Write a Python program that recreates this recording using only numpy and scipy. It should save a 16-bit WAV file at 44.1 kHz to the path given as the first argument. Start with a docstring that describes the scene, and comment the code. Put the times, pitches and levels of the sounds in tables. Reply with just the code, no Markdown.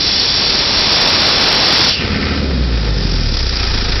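"""An engine-driven air compressor, close up at its gauge panel, on a narrow-band microphone.
First air blows off through the outlet in a loud hiss, roughened by the overloaded microphone, until the
valve shuts with a short falling whistle near 2 s. The four-cylinder diesel comes forward, its exhaust
booming and each firing ringing the block. It labours briefly while pressure builds, then runs down with
two clacks and settles to a knocking idle over a thin leak of air."""
import sys
import numpy as np
from scipy import signal
from scipy.fft import rfft, irfft
from scipy.io import wavfile

SR = 44100
rng = np.random.default_rng(int(sys.argv[2]) if len(sys.argv) > 2 else 0)


def wav_out(sig):
    """Save sig, one row per channel (or a flat mono array), as 16-bit PCM at SR to the path in sys.argv[1]."""
    wavfile.write(sys.argv[1], SR, np.round(np.clip(np.atleast_2d(sig).T, -1, 1) * 32767).astype(np.int16))


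N = 176400
TIME = np.arange(N) / SR


def amp(db):
    """Decibels to gain."""
    return 10 ** (np.asarray(db) / 20)


def unit_rms(x):
    """Scales to rms 1."""
    return x / np.sqrt(np.mean(x ** 2) + 1e-20)


def curve(table, column=1):
    """One column of a time table, at every sample."""
    rows = np.array(table)
    return np.interp(TIME, rows[:, 0], rows[:, column])


def ramp(start_s, length_s):
    """Rises from 0 to 1."""
    return np.clip((TIME - start_s) / length_s, 0, 1)


def shaped(x, spectrum):
    """Filters by a spectrum of (Hz, dB) points."""
    points_hz, points_db = np.transpose(spectrum)
    hz = np.fft.rfftfreq(2 * N, 1 / SR)
    gain = amp(np.interp(np.log(hz + 1), np.log(points_hz + 1), points_db))
    return irfft(rfft(x, 2 * N) * gain)[:N]


def wander(hz):
    """Random drift up to about the given rate, rms 1."""
    f = np.fft.rfftfreq(N, 1 / SR)
    return unit_rms(irfft(rfft(rng.standard_normal(N)) * (f > 0) / (1 + (f / hz) ** 4), N))


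def resonance(hz, width_hz):
    """Turbulence in one resonance that may glide."""
    pole = np.exp(-np.pi * width_hz / SR)
    noise = rng.standard_normal(N) + 1j * rng.standard_normal(N)
    for _ in range(2):
        noise = signal.lfilter([1 - pole], [1, -pole], noise)
    carrier = np.exp(2j * np.pi * np.cumsum(hz * np.ones(N)) / SR)
    return unit_rms((noise * carrier).real)


# The diesel's speed. Each row: time in seconds, firings per second.
FIRING_RATE = [(2.0, 72.8), (2.14, 72.8), (2.32, 74.4), (2.39, 74.0), (2.41, 73.2), (2.52, 66.4),
               (2.58, 63.4), (2.69, 59.0), (2.9, 52.1), (3.06, 45.6), (3.25, 38.5), (3.55, 28.5),
               (3.65, 27.6), (4.0, 27.4)]

def firing_cycles(firing_at_s=3.748):
    """Running count of firings, with zero at the given moment."""
    cycles = np.cumsum(curve(FIRING_RATE)) / SR
    return cycles - np.interp(firing_at_s, TIME, cycles)


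def bursts(cycles, decay_s, ring_share, uneven_db, lag_cycles, rise_s=0.00028, cylinders=4):
    """One burst per firing: partly each cylinder's own ring, partly fresh rattle."""
    starts = np.flatnonzero(np.diff(np.floor(cycles - lag_cycles)) > 0)
    t = np.arange(SR // 10) / SR
    envelope = (1 - np.exp(-t / rise_s)) * np.exp(-t / decay_s)
    rings = rng.standard_normal((cylinders, len(t)))
    draws = rng.standard_normal((400, len(t) + 1))
    train = np.zeros(N + len(t))
    for k, start in enumerate(starts):
        strength, rattle = amp(uneven_db * draws[k, 0]), draws[k, 1:]
        burst = np.sqrt(ring_share) * rings[k % cylinders] + np.sqrt(1 - ring_share) * rattle
        train[start:start + len(t)] += strength * envelope * burst
    return train[:N] / np.sqrt(curve(FIRING_RATE))  # same power at any speed


# The leak, swelling as the engine slows. Each row: time in seconds, level in dB.
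LEAK_LEVEL = [(1.9, -44.5), (2.3, -47), (2.48, -51), (2.8, -27.5), (3.15, -21), (3.5, -17.5), (4, -21)]
# Its thin colour. Each row: frequency in Hz, relative level in dB.
LEAK_SPECTRUM = [(300, -33), (1500, -19.5), (3000, -16), (3900, -9), (4400, -9), (4900, 0), (5350, -3),
                 (6000, -7.5)]

def air_leak(cycles, throb_db=1.9, lag_cycles=0.98, flicker_db=2.66):
    """Escaping air makes a thin hiss that throbs with the engine."""
    throb = amp(throb_db * np.cos(2 * np.pi * (cycles - lag_cycles)) + flicker_db * wander(hz=90))
    return amp(curve(LEAK_LEVEL)) * unit_rms(shaped(rng.standard_normal(N) * throb, LEAK_SPECTRUM))


# Clacks as the engine slows. Each row: start in seconds, level in dB, decay in seconds.
CLACK_HITS = [(2.509, -19.5, 0.0098), (2.875, -18.5, 0.004)]
# Their dull colour. Each row: frequency in Hz, relative level in dB.
CLACK_SPECTRUM = [(60, -8), (300, 4), (520, 4), (750, -3.5), (1400, -1.5), (2200, 0), (3200, -12.5),
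                  (6000, -17)]

def clack(start_s, db, decay_s):
    """One dull mechanical knock: sudden noise that dies away fast."""
    age = TIME - start_s
    envelope = (age > 0) * np.exp(-abs(age) / decay_s)
    return amp(db) * envelope * unit_rms(shaped(rng.standard_normal(N), CLACK_SPECTRUM))


# The exhaust note. Each row: time in seconds, firing tone in dB, its octave in dB.
NOTE_LEVELS = [(2, -30, -42), (2.33, -23, -42), (2.55, -18, -29.5), (2.92, -18, -29), (3.3, -18, -25),
               (3.52, -26, -22), (3.62, -26, -22), (3.73, -19.5, -24), (4, -22, -22)]
# Weaker tones. Each row: multiple of the firing rate, then dB under load, coasting and at idle.
SIDE_TONES = [(1.206, -29, -46, -56), (2.762, -29.5, -32.5, -52), (3.028, -32, -33.5, -30),
              (3.658, -30.5, -33, -32), (4.014, -43, -46, -37), (6.04, -42.5, -41.5, -42),
              (9.02, -63.5, -40.5, -41), (21, -37, -65.5, -72), (24.1, -43, -63.5, -76)]
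# The pipe's boom. Each row: time in seconds, level in dB.
BOOM_LEVEL = [(2, -23), (2.4, -21), (2.7, -24.5), (3.1, -25.5), (3.5, -32.5), (4, -30)]
# Its deep colour. Each row: frequency in Hz, relative level in dB.
BOOM_SPECTRUM = [(15, -21.5), (50, -4), (110, -5), (160, -2), (215, -0.5), (290, -7.5), (380, -9.5),
                 (500, -11.5), (680, -24), (1200, -34), (3000, -73.5)]

def exhaust(cycles, load, idle, waver_db=1.08, side_waver_db=3.0, octave_lag_rad=1.4):
    """Tones that follow the firing rate, with a boom from the pipe at each puff."""
    phase = 2 * np.pi * cycles
    firing_tone = amp(curve(NOTE_LEVELS)) * np.cos(phase)
    octave = amp(curve(NOTE_LEVELS, column=2)) * np.cos(2 * phase - octave_lag_rad)
    note = (firing_tone + octave) * amp(waver_db * wander(hz=11))
    for multiple, load_db, coast_db, idle_db in SIDE_TONES:
        db = load * load_db + (1 - load - idle) * coast_db + idle * idle_db
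        gain = amp(db + side_waver_db * wander(hz=12))
        note += gain * np.cos(multiple * phase + 0.81 * wander(hz=40))
    puffs = bursts(cycles, decay_s=0.01, ring_share=0.46, uneven_db=1.1, lag_cycles=0.056)
    boom = amp(curve(BOOM_LEVEL)) * unit_rms(shaped(puffs, BOOM_SPECTRUM))
    return np.sqrt(2) * note + boom


# Resonances of the block and its panels. Each row: frequency in Hz, width in Hz, gain in dB.
BLOCK_MODES = [(706, 37, 3), (1300, 84, -3.5), (1546, 30, -13), (1810, 20, 3.5), (2000, 29, -3),
               (2450, 62, -2)]

def block_ring(x):
    """The engine block adds its ringing to whatever shakes it."""
    return x + sum(amp(db) * signal.lfilter(*signal.iirpeak(hz, hz / width_hz, SR), x)
                   for hz, width_hz, db in BLOCK_MODES)


# The knock under load. Each row: frequency in Hz, relative level in dB.
LOADED_SPECTRUM = [(200, -34), (600, -8), (900, -6), (1080, -4.5), (1350, 1), (1700, -5.5), (2000, 1.5),
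                   (2450, -2), (2900, -2), (3600, -5.5), (4700, 0), (5400, -3), (6000, -10.5)]
# The knock coasting and at idle. Each row: frequency in Hz, relative level in dB.
UNLOADED_SPECTRUM = [(150, -11.5), (330, 3.5), (480, 3), (650, -6.5), (880, -1), (1050, -5), (1400, -1),
                     (1850, -2), (2200, -3), (2500, -2.5), (2900, -4.5), (3600, 0), (4200, 0), (5000, 2),
                     (6000, -8)]

def combustion_knock(cycles, load, idle, load_db=-23.5, coast_db=-26, idle_db=-21.5):
    """Combustion rings the block: hard knocks under load, softer ones in a rattle that grows at idle."""
    hard = bursts(cycles, decay_s=0.015, ring_share=0.45, uneven_db=1.1, lag_cycles=0.1)
    soft = bursts(cycles, decay_s=0.014, ring_share=0.49, uneven_db=2.1, lag_cycles=0.7, rise_s=0.0024)
    soft = unit_rms(soft) + amp(1) * rng.standard_normal(N)  # steady rattle, 1 dB above the knocks
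    hard = unit_rms(shaped(block_ring(hard), LOADED_SPECTRUM))
    soft = unit_rms(shaped(block_ring(soft), UNLOADED_SPECTRUM))
    return amp(load_db) * load * hard + amp(coast_db + (idle_db - coast_db) * idle) * soft


# The hiss, and the broad, rough distortion of the microphone it overloads.
# Each row: time in seconds, level in dB.
HISS_LEVEL = [(0, -13.5), (.7, -14), (1.1, -13.5), (1.55, -14.5), (1.89, -11.4), (1.945, -17.5),
              (2.02, -28), (2.12, -43.5)]
DISTORTION_LEVEL = [(0, -26), (.45, -20.5), (.75, -17), (1, -14), (1.55, -13.5), (1.88, -15), (1.925, -26),
                    (2.02, -38)]
# Their colours. Each row: frequency in Hz, relative level in dB.
HISS_SPECTRUM = [(10, -17.5), (30, 3), (85, 3), (200, -3), (380, -4.5), (600, -10), (1100, -13),
                 (2000, -7.5), (3000, -5), (3800, -9), (4500, -8), (5650, 1), (6500, -8)]
DISTORTION_SPECTRUM = [(10, -15.5), (60, -11.5), (170, 1.5), (600, 2.5), (1500, -0.5), (3000, -1),
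                       (4200, 0.5), (6000, -4.5)]
# Resonances of the outlet. Each row: frequency in Hz, width in Hz, relative level in dB.
OUTLET_MODES = [(3490, 283, -13.5), (4030, 200, -13), (4520, 520, -9.5), (4893, 540, -10.5),
                (5310, 130, -13), (5480, 163, -14)]
# The closing valve's whistle. Each row: time in seconds, pitch in Hz, level in dB.
VALVE_WHISTLE = [(1.85, 3300, -53), (1.9, 3060, -23), (1.95, 2856, -25.5), (2, 2770, -24.5),
                 (2.03, 2735, -26), (2.08, 2654, -55)]

def blow_off(flutter_db=0.54, roughness_db=1.5, bed_db=-4):
    """Air hisses from the outlet until the valve whistles shut; rough noise plays the mic's distortion."""
    bed = amp(bed_db) * unit_rms(shaped(rng.standard_normal(N), HISS_SPECTRUM))
    outlet = sum(amp(db) * resonance(hz, width_hz) for hz, width_hz, db in OUTLET_MODES)
    flutter = amp(flutter_db * wander(hz=60))
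    hiss = amp(curve(HISS_LEVEL)) * unit_rms((bed + outlet) * flutter)
    rough = rng.standard_normal(N) * amp(roughness_db * wander(hz=350))
    distortion = amp(curve(DISTORTION_LEVEL)) * unit_rms(shaped(rough, DISTORTION_SPECTRUM))
    whistle = amp(curve(VALVE_WHISTLE, column=2)) * resonance(curve(VALVE_WHISTLE), width_hz=690)
    return hiss + distortion + whistle


def scene(held_back_db=-20):
    """At the panel: the blow-off, then the engine coming forward and running down."""
    cycles = firing_cycles()
    load = 1 - ramp(start_s=2.36, length_s=0.097)
    idle = ramp(start_s=3.426, length_s=0.19)
    engine = exhaust(cycles, load, idle) + combustion_knock(cycles, load, idle) + air_leak(cycles)
    engine += sum(clack(*hit) for hit in CLACK_HITS)
    engine_gain = amp(held_back_db * (1 - ramp(start_s=1.914, length_s=0.1)))
    return (blow_off() + engine_gain * engine)[None]


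# The microphone's treble roll-off. Each row: frequency in Hz, gain in dB.
MIC_RESPONSE = [(5550, 1.5), (5750, -6), (6000, -12), (6200, 2), (6450, -62), (6700, -100)]
# Its filter after the overload. Each row: frequency in Hz, gain in dB.
MIC_PASSBAND = [(6000, 0), (6500, -100)]

def record(dry, overload=0.78, ceiling=0.74, crackle_top_hz=15850):
    """A narrow-band microphone overloads; peaks that overshoot its filter clip again and crackle."""
    overloaded = np.clip(shaped(dry[0], MIC_RESPONSE), -overload, overload)
    crackling = np.clip(shaped(overloaded, MIC_PASSBAND), -ceiling, ceiling)
    lowpass = signal.firwin(511, crackle_top_hz, window=("kaiser", 9), fs=SR)
    return signal.oaconvolve(crackling, lowpass, "same")[None]


dry = scene()
out = record(dry)
wav_out(out)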